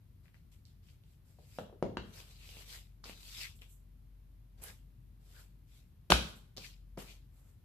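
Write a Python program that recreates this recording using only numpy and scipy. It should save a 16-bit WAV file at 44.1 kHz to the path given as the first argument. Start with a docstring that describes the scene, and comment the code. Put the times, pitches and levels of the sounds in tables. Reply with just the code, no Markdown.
"""Leather shoes on a hard bedroom floor

Close by at floor level, fingers finish the laces, feet shift and palms brush over the leather.
Two soles then slap down almost together, and the hands give a few last touches and wipes.
Impacts are filtered pulses with noise bursts and a room tail, rubbing is shaped noise,
and a wavering sine hum and low noise rumble lie faintly underneath."""
import sys
import numpy as np
from scipy import signal
from scipy.fft import rfft, irfft, next_fast_len
from scipy.io import wavfile
from scipy.ndimage import uniform_filter1d, map_coordinates

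SR = 44100
rng = np.random.default_rng(int(sys.argv[2]) if len(sys.argv) > 2 else 0)


def waveform_to_disk(signal):
    """Save audio, clipped to [-1, 1], as 16-bit WAV at the path in sys.argv[1]."""
    frames = np.transpose(np.atleast_2d(signal))
    scaled = np.clip(frames, -1, 1) * 32767
    samples = np.round(scaled).astype(np.int16)
    wavfile.write(sys.argv[1], SR, samples)


N = 337232  # length in samples

# Wavering low hum, level over time: time_s, level_db
HUM_LEVEL = [(0, -70), (1.1, -66), (1.5, -71), (2.5, -59), (5.5, -59), (5.9, -66), (6.6, -61), (6.9, -55),
             (7.65, -66)]
# Colour of the building's rumble: frequency_hz, level_db per Hz
RUMBLE_COLOUR = [(22, -48.5), (33, -28.5), (44, -7), (62, -3.5), (90, -2), (130, -5), (200, -15),
                 (300, -23.5), (450, -36), (900, -51.5)]

# Hand strokes over laces and leather, relative levels at lift-off:
# start_s, length_s, swish_db, drag_db (pressing palm), hiss_db (fine skin)
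STROKES = [(0.23, 0.026, -76, -75, -83), (.335, .02, -73, -76, -85), (0.513, .02, -68.5, -78, -72.5),
           (.652, 0.029, -69, -92, -78), (0.822, 0.087, -66.5, -80, -76), (1.03, 0.1, -74.5, -93, -78.5),
           (1.242, 0.071, -74, -78, -75), (1.305, 0.29, -59, -71, -65.5), (2.0, 0.11, -68, -66, -75.5),
           (2.119, 0.076, -51, -59, -60.5), (2.203, 0.11, -57.5, -69, -67.5), (2.289, 0.22, -53, -68, -62),
           (2.504, 0.11, -51.5, -62, -60), (2.653, 0.099, -47, -64, -55), (3.034, 0.064, -48, -58.5, -59.5),
           (3.133, 0.15, -51.5, -71, -59), (3.268, 0.16, -41, -81, -52), (3.552, 0.014, -95, -80, -67.5),
           (3.613, 0.0048, -60, -69, -66.5), (3.682, .045, -90, -90, -65), (4.572, .04, -67.5, -68, -85),
           (4.615, 0.022, -56.5, -56.5, -56), (4.627, 0.055, -51.5, -61.5, -58),
           (5.188, 0.22, -60, -67.5, -65), (5.66, .12, -65, -80, -71.5), (6.202, 0.088, -55.5, -71, -63.5),
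           (6.353, 0.013, -72, -88, -66), (6.564, 0.017, -63, -57, -66.5), (6.586, 0.077, -48, -89, -60),
           (6.972, 0.04, -51.5, -53.5, -58), (7.025, 0.09, -54.5, -67, -65.5),
           (7.31, 0.086, -79, -75.5, -75), (7.391, 0.11, -79, -75.5, -76)]
# Colours of the three rubbing layers: frequency_hz, level_db per Hz
SWISH_COLOUR = [(500, -20), (1200, -13.5), (1750, -12.5), (2200, -4.5), (3200, -2), (4800, -1.5),
                (7000, -9.5), (12000, -32.5)]
DRAG_COLOUR = [(150, -18), (400, 6.5), (800, 2), (1500, -1.5), (2200, -4), (4000, -12)]
SKIN_HISS_COLOUR = [(3000, -50), (6000, -9.5), (7700, 1.5), (9500, -7.5), (11500, -0.5), (15000, -6.5)]

# Fingers and lace tips touching leather: start_s, tick_db, tick_pitch_hz, pat_db (dull)
TOUCHES = [(.257, -34, 2050, -32), (0.281, -30, 1980, -45), (.344, -29, 1820, -49), (0.653, -29, 4300, -44),
           (0.887, -33, 2960, -49), (1.037, -37.5, 3420, -32), (2.491, -20, 3060, -14.5),
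           (2.569, -21.5, 2500, -9.5), (3.0392, -12, 1050, -21), (3.042, -18, 4360, -32),
           (3.057, -16, 2470, -9.5), (3.096, -17, 2600, -2.5), (3.591, -36, 3500, -27),
           (3.6192, -21, 2560, -24), (3.623, -21, 960, -28.5), (4.6215, -32, 8100, -16),
           (4.638, -12.5, 11200, -19), (4.699, -23, 2000, -17), (6.5669, -17, 4230, -22),
           (6.5721, -12.5, 4520, -12), (6.58, -15, 4540, -4), (6.9742, -28, 4970, -2),
           (6.9773, -46, 1507, 6.5)]
# Resonances of the hollow shoe upper under a pat: frequency_hz, width_hz, level_db
UPPER_MODES = [(188, 94, -5), (400, 274, -9), (590, 70, -32.5)]

# Soles meeting the floor: start_s, thud_db, pop_db (trapped air), pop_pitch_hz, crack_db,
# crack_t60_s, crack_edge_hz (upper edge), boom_db (floor), room_db (board ring and room)
STEPS = [(1.387, -42, -18.5, 534, -46, .011, 2520, -33, 5),
         (1.5865, 4.5, 5.5, 528, -15.5, .0083, 4270, -6, 2),
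         (1.697, -40.5, -14, 576, -47, .0068, 3000, -24, -5.5),
         (1.727, -26, -9.5, 417, -57, .01, 2016, -29, 3.5),
         (1.826, 16.5, 13, 437, -17.5, .014, 7740, 16, 1.5),
         (1.9705, 8.5, 4, 954, -9, 0.019, 4100, 22.5, 1), (6.1, -7, -15, 886, -14, .02, 3950, 6.5, -1),
         (6.103, 16, 12, 488, 8.5, .014, 13000, 31, 5), (6.1180, 3.5, 9, 1500, 6.5, 0.029, 7520, 13, 5),
         (6.1210, 18.5, 23, 900, 11, 0.0045, 5440, 37, -9.5),
         (6.1240, 13.5, 9, 383, -4.5, .02, 3000, 10.5, -3.5)]
# Resonances of shoe, floor and boards: frequency_hz, width_hz, level_db
SHOE_MODES = [(204, 110, -1), (353, 240, -6.5)]
FLOOR_MODES = [(61.46, 6.4, -4), (111, 12, -17), (162, 4.2, -14)]
BOARD_MODES = [(200, 8.3, 1), (358, 27, 2.5), (503, 4.6, -1), (557, 28, -5), (807, 33, -0.5),
               (880, 34, -1.5), (1568, 22, -2.5)]
# Colour of the leather crack: frequency_hz, level_db per Hz
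CRACK_COLOUR = [(150, -19.5), (600, -6.5), (1450, 2), (1950, -8.5), (2600, 0), (4200, -4), (6500, -9.5),
                (9000, -14.5), (12000, -9.5), (15000, -28.5)]

# Cupped hand ringing near the end of a stroke:
# middle_s, length_s (middle to 1/e), pitch_hz, level_db
SCRAPES = [(2.432, 0.044, 2620, -64), (2.755, 0.023, 1890, -59.5), (3.448, 0.029, 2150, -49),
           (4.684, 0.036, 1690, -60), (5.384, 0.046, 1500, -67), (6.649, 0.01, 2310, -51.5),
           (7.097, 0.029, 2520, -61.5)]

# Decay time of the room tail: frequency_hz, t60_s
ROOM_T60 = [(60, 0.84), (200, 0.4), (600, 0.28), (1200, 0.12), (3500, 0.43), (8000, 0.3), (14000, 0.23)]
# Left-right likeness of diffuse sound: frequency_hz, likeness (0 to 1)
ALIKE = [(100, 0.91), (300, 0.7), (700, 0.1), (1500, 0.083), (4000, .12), (12000, 0.06)]
# Left minus right: PORTS for the microphones' colour, MIC_HISS_LEAN for their own hiss: # frequency_hz,
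# difference_db
PORTS = [(60, 1.7), (200, .8), (900, 1.7), (2300, 4.2), (3600, 1.5), (5500, -4), (8500, -5.5),
         (13000, -3.5)]
MIC_HISS_LEAN = [(60, 2.5), (110, 3.5), (200, 2.5), (380, 4.3), (700, 3.0), (1280, 2.114), (2370, 1.8),
                 (4370, 1.3), (8060, 0.5), (14900, 1.5)]
# Colour of the microphones' own hiss: frequency_hz, level_db per Hz
MIC_HISS_COLOUR = [(150, -17.5), (300, -12.5), (450, -15), (800, -18.5), (2000, -22.5), (4000, -25),
                   (8200, -34.5), (11400, -24), (14500, -24.5)]

HUM_HZ = 47  # centre of the drifting pitch
RUMBLE_DB = -61.5  # centre level, before the lean to the left
SWELL_DB_PER_S = 68  # the hand speeds up until it lifts off
RELEASE_DB_PER_S = 200  # fade after lift-off
LANDING_SHARE = 0.18  # time constant of the skin settling, as a share of the stroke
TOP_HZ = 14680  # steep upper limit of the sound


def amp(db):
    """Decibels to gain."""
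    return 10 ** (np.asarray(db) / 20)


def unit(x):
    """Scaled to rms 1."""
    return x / np.sqrt(np.mean(x ** 2) + 1e-20)


def along(points, hz):
    """(Hz, value) points read on a log frequency axis."""
    f, v = np.transpose(points)
    return np.interp(np.log(hz + 1), np.log(f + 1), v)


def wobble(rate):
    """A smooth random curve with the given number of knots a second."""
    return map_coordinates(rng.standard_normal(4096), [np.arange(N) * rate / SR], mode="wrap")


def filtered(x, response):
    """x passed through a complex response of frequency."""
    n = x.shape[-1]
    padded = next_fast_len(n + 8192)
    spectrum = rfft(x, padded) * response(np.fft.rfftfreq(padded, 1 / SR))
    return irfft(spectrum, padded)[..., :n]


def resonances(modes, hz):
    """Summed response of damped modes given as (Hz, width Hz, dB)."""
    return sum(amp(db) * 1j * hz * width / (centre * centre - hz * hz + 1j * hz * width)
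               for centre, width, db in modes)


def causal(points, hz):
    """Minimum-phase response with the given spectrum, so the energy comes at once."""
    cepstrum = irfft(np.log(amp(along(points, hz))))
    cepstrum[1:] *= 2
    cepstrum[len(cepstrum) // 2:] = 0
    return np.exp(rfft(cepstrum))


def diffuse(pair):
    """Two unrelated noises as two close microphones hear them: most alike in the bass."""
    def blend(hz):
        angle = np.arccos(np.clip(along(ALIKE, hz), -1, 1)) / 2
        return np.array([np.cos(angle), np.sin(angle)])
    mid, side = filtered(pair, blend)
    return np.array([mid + side, mid - side])


def coloured(pair, spectrum):
    """Diffuse stereo sound of rms 1, tinted by the given spectrum."""
    return unit(filtered(diffuse(pair), lambda hz: amp(along(spectrum, hz))))


def burst(t60):
    """Spectrum of a brief stereo spatter of energy 1: a surface lands point by point."""
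    t = np.arange(SR // 10) / SR
    envelope = amp(-60 * t / t60) * (1 - np.exp(-t / .0004))
    spatter = diffuse(rng.standard_normal((2, len(t)))) * envelope
    return rfft(unit(spatter) / np.sqrt(len(t)), SR)


def in_room(x, scatter_db, tail_db, scatter_t60):
    """A short sound, an even scatter of reflections, and a room tail whose fade differs by pitch."""
    hz, t, z = signal.stft(rng.standard_normal((2, SR * 3 // 4)), SR, nperseg=256)
    decay = amp(-60 * t / along(ROOM_T60, hz)[:, None])
    tail = signal.istft(z * decay, SR, nperseg=256)[1]
    t = np.arange(tail.shape[1]) / SR
    scatter = rng.standard_normal(tail.shape) * amp(-60 * t / scatter_t60)
    arrive = 1 - np.exp(-(t / 0.0026) ** 2)  # reflections build up over a few milliseconds
    echo = amp(scatter_db) * unit(scatter * arrive) + amp(tail_db) * unit(tail * arrive)
    echo = diffuse(echo / np.sqrt(len(t)))
    return x + signal.fftconvolve(np.atleast_2d(x), echo, axes=1)[:, :x.shape[-1]]


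def add(out, s, x):
    """Mix x into out from time s."""
    part = out[:, round(s * SR):][:, :x.shape[-1]]
    part += x[..., :part.shape[1]]


def background():
    """A drifting sine hum and the building's low noise rumble, both a little to the left."""
    hum_level = amp(np.interp(np.arange(N) / SR, *np.transpose(HUM_LEVEL)))
    phase = 2 * np.pi * np.cumsum(HUM_HZ + .7 * wobble(3.8)) / SR
    hum = hum_level * np.sqrt(2) * np.sin(phase)
    rumble_level = amp(RUMBLE_DB + 0.87 * wobble(9))
    rumble = rumble_level * coloured(rng.standard_normal((2, N)), RUMBLE_COLOUR)
    lean = amp(0.6 * np.array([[1], [-1]]))
    return lean * (hum + rumble)


def stroke(start, length):
    """Gain of one stroke: the hand lands, speeds up and lifts off."""
    since = np.arange(N) / SR - start
    landing = 1 - np.exp(-np.maximum(since, 0) / (LANDING_SHARE * length))
    swell_db = SWELL_DB_PER_S * (since - length)
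    release_db = RELEASE_DB_PER_S * (length - since)
    return landing * amp(np.minimum(swell_db, release_db))


def friction(spectrum, density, slip_share, patchy_db):
    """Tiny skin slips (density a second) over a smooth rub, the colour drifting by patchy_db."""
    slips = rng.standard_normal(N) * (rng.random(N) < density / SR)
    smooth = rng.standard_normal((2, N))
    rub = np.sqrt(slip_share) * unit(slips) + np.sqrt(1 - slip_share) * smooth
    z = signal.stft(rub, nperseg=512)[2]
    patches = uniform_filter1d(rng.standard_normal(z.shape[1:]), size=6, axis=0)  # across pitch
    patches = uniform_filter1d(patches, size=8, axis=1)  # across time
    patchy = signal.istft(z * amp(patchy_db * unit(patches)), nperseg=512)[1]
    return coloured(patchy[:, :N], spectrum)


def palms():
    """Hands sweep over laces and leather: a swish, a grainy drag under pressure and an even hiss."""
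    power = sum(np.outer(amp(levels_db), stroke(s, length)) ** 2 for s, length, *levels_db in STROKES)
    swish_level, drag_level, hiss_level = np.sqrt(power)
    grip = amp(0.43 * wobble(70))  # the skin catches and lets go
    swish_rub = friction(SWISH_COLOUR, density=1400, slip_share=0.45, patchy_db=2.5)
    swish = amp(-4.5) * swish_level * swish_rub
    drag_rub = friction(DRAG_COLOUR, density=670, slip_share=0.38, patchy_db=0.0)
    drag = amp(-0.66) * drag_level * drag_rub
    hiss = amp(1.0) * hiss_level * coloured(rng.standard_normal((2, N)), SKIN_HISS_COLOUR)
    return grip * (swish + drag) + hiss


def fingers():
    """A touch is a bright resonant noise tick and a dull pat that rings the hollow upper."""
    out, hz = np.zeros((2, N)), np.fft.rfftfreq(SR, 1 / SR)
    pat = resonances(UPPER_MODES, hz) / (1 + 1j * hz / 1500) ** 2  # soft fingertips
    for s, tick_db, tick_hz, pat_db in TOUCHES:
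        tick = resonances([(tick_hz, 0.58 * tick_hz, 0)], hz) ** 2 * burst(t60=0.00132)
        touch = -irfft(amp(tick_db) * tick + amp(pat_db) * pat)
        add(out, s, in_room(touch, scatter_db=-4.5, tail_db=-5, scatter_t60=0.11))
    return out


def soles():
    """Each sole squeezes out a pop of air, cracks on the floor, thuds and sets the boards ringing."""
    out, hz = np.zeros((2, N)), np.fft.rfftfreq(SR, 1 / SR)
    cushion = 1 / (1 + 1j * hz / 900) ** 2  # the foot softens the low push
    shoe, floor = resonances(SHOE_MODES, hz) * cushion, resonances(FLOOR_MODES, hz) * cushion
    boards, leather = resonances(BOARD_MODES, hz), causal(CRACK_COLOUR, hz)
    for s, thud_db, pop_db, pop_hz, crack_db, crack_t60, edge_hz, boom_db, room_db in STEPS:
        pop = resonances([(pop_hz, 0.73 * pop_hz, 0)], hz) ** 2 / (1 + 1j * hz / (3 * pop_hz))
        hardness = 1 / (1 + 1.4j * hz / edge_hz - (hz / edge_hz) ** 2)  # a low edge dulls the landing
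        crack = leather * burst(crack_t60) * hardness
        blow = amp(thud_db) * shoe + amp(pop_db) * pop + amp(crack_db) * crack
        add(out, s, in_room(-irfft(blow), room_db - 8.5, room_db - 4.0, scatter_t60=0.48))
        answer = amp(room_db - 4.5) * blow * boards + amp(boom_db) * floor
        add(out, s + .003, -irfft(answer))  # the floor answers a moment later
    return out


def scrapes():
    """Friction caught in the hollow of the hand swells and fades on one rough pitch."""
    out, t = np.zeros((2, N)), np.arange(SR // 4) / SR
    middle = t.mean()
    for s, length, pitch_hz, db in SCRAPES:
        hollow = lambda hz: resonances([(pitch_hz, .3 * pitch_hz, 0)], hz) ** 2
        rub = unit(filtered(diffuse(rng.standard_normal((2, len(t)))), hollow))
        swell = np.exp(-((t - middle) / length) ** 2)
        add(out, s - middle, amp(db) * rub * swell)
    return out


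def scene():
    """The room, the hands and the feet together."""
    return background() + palms() + fingers() + soles() + scrapes()


def record(dry):
    """Two microphones of differing colour hiss faintly; left hears first; deep bass and top are cut."""
    lead = 3.5 / SR  # seconds by which the left is ahead
    sides = np.array([[.5], [-.5]])  # each side takes half of every left-right difference

    def microphones(hz):
        colour = amp(sides * along(PORTS, hz)) * np.exp(2j * np.pi * hz * lead * sides)
        low_cut = (1j * hz / 40) ** 2 / (1 + 1j * hz / 40 - (hz / 40) ** 2)
        return colour * low_cut

    hiss = coloured(rng.standard_normal((2, N)), MIC_HISS_COLOUR)
    hiss = filtered(hiss, lambda hz: amp(sides * along(MIC_HISS_LEAN, hz)))
    heard = filtered(dry, microphones) + amp(-76.5) * hiss
    return filtered(heard, lambda hz: 1 / np.sqrt(1 + (hz / TOP_HZ) ** 200))


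dry = scene()
out = record(dry)
waveform_to_disk(out)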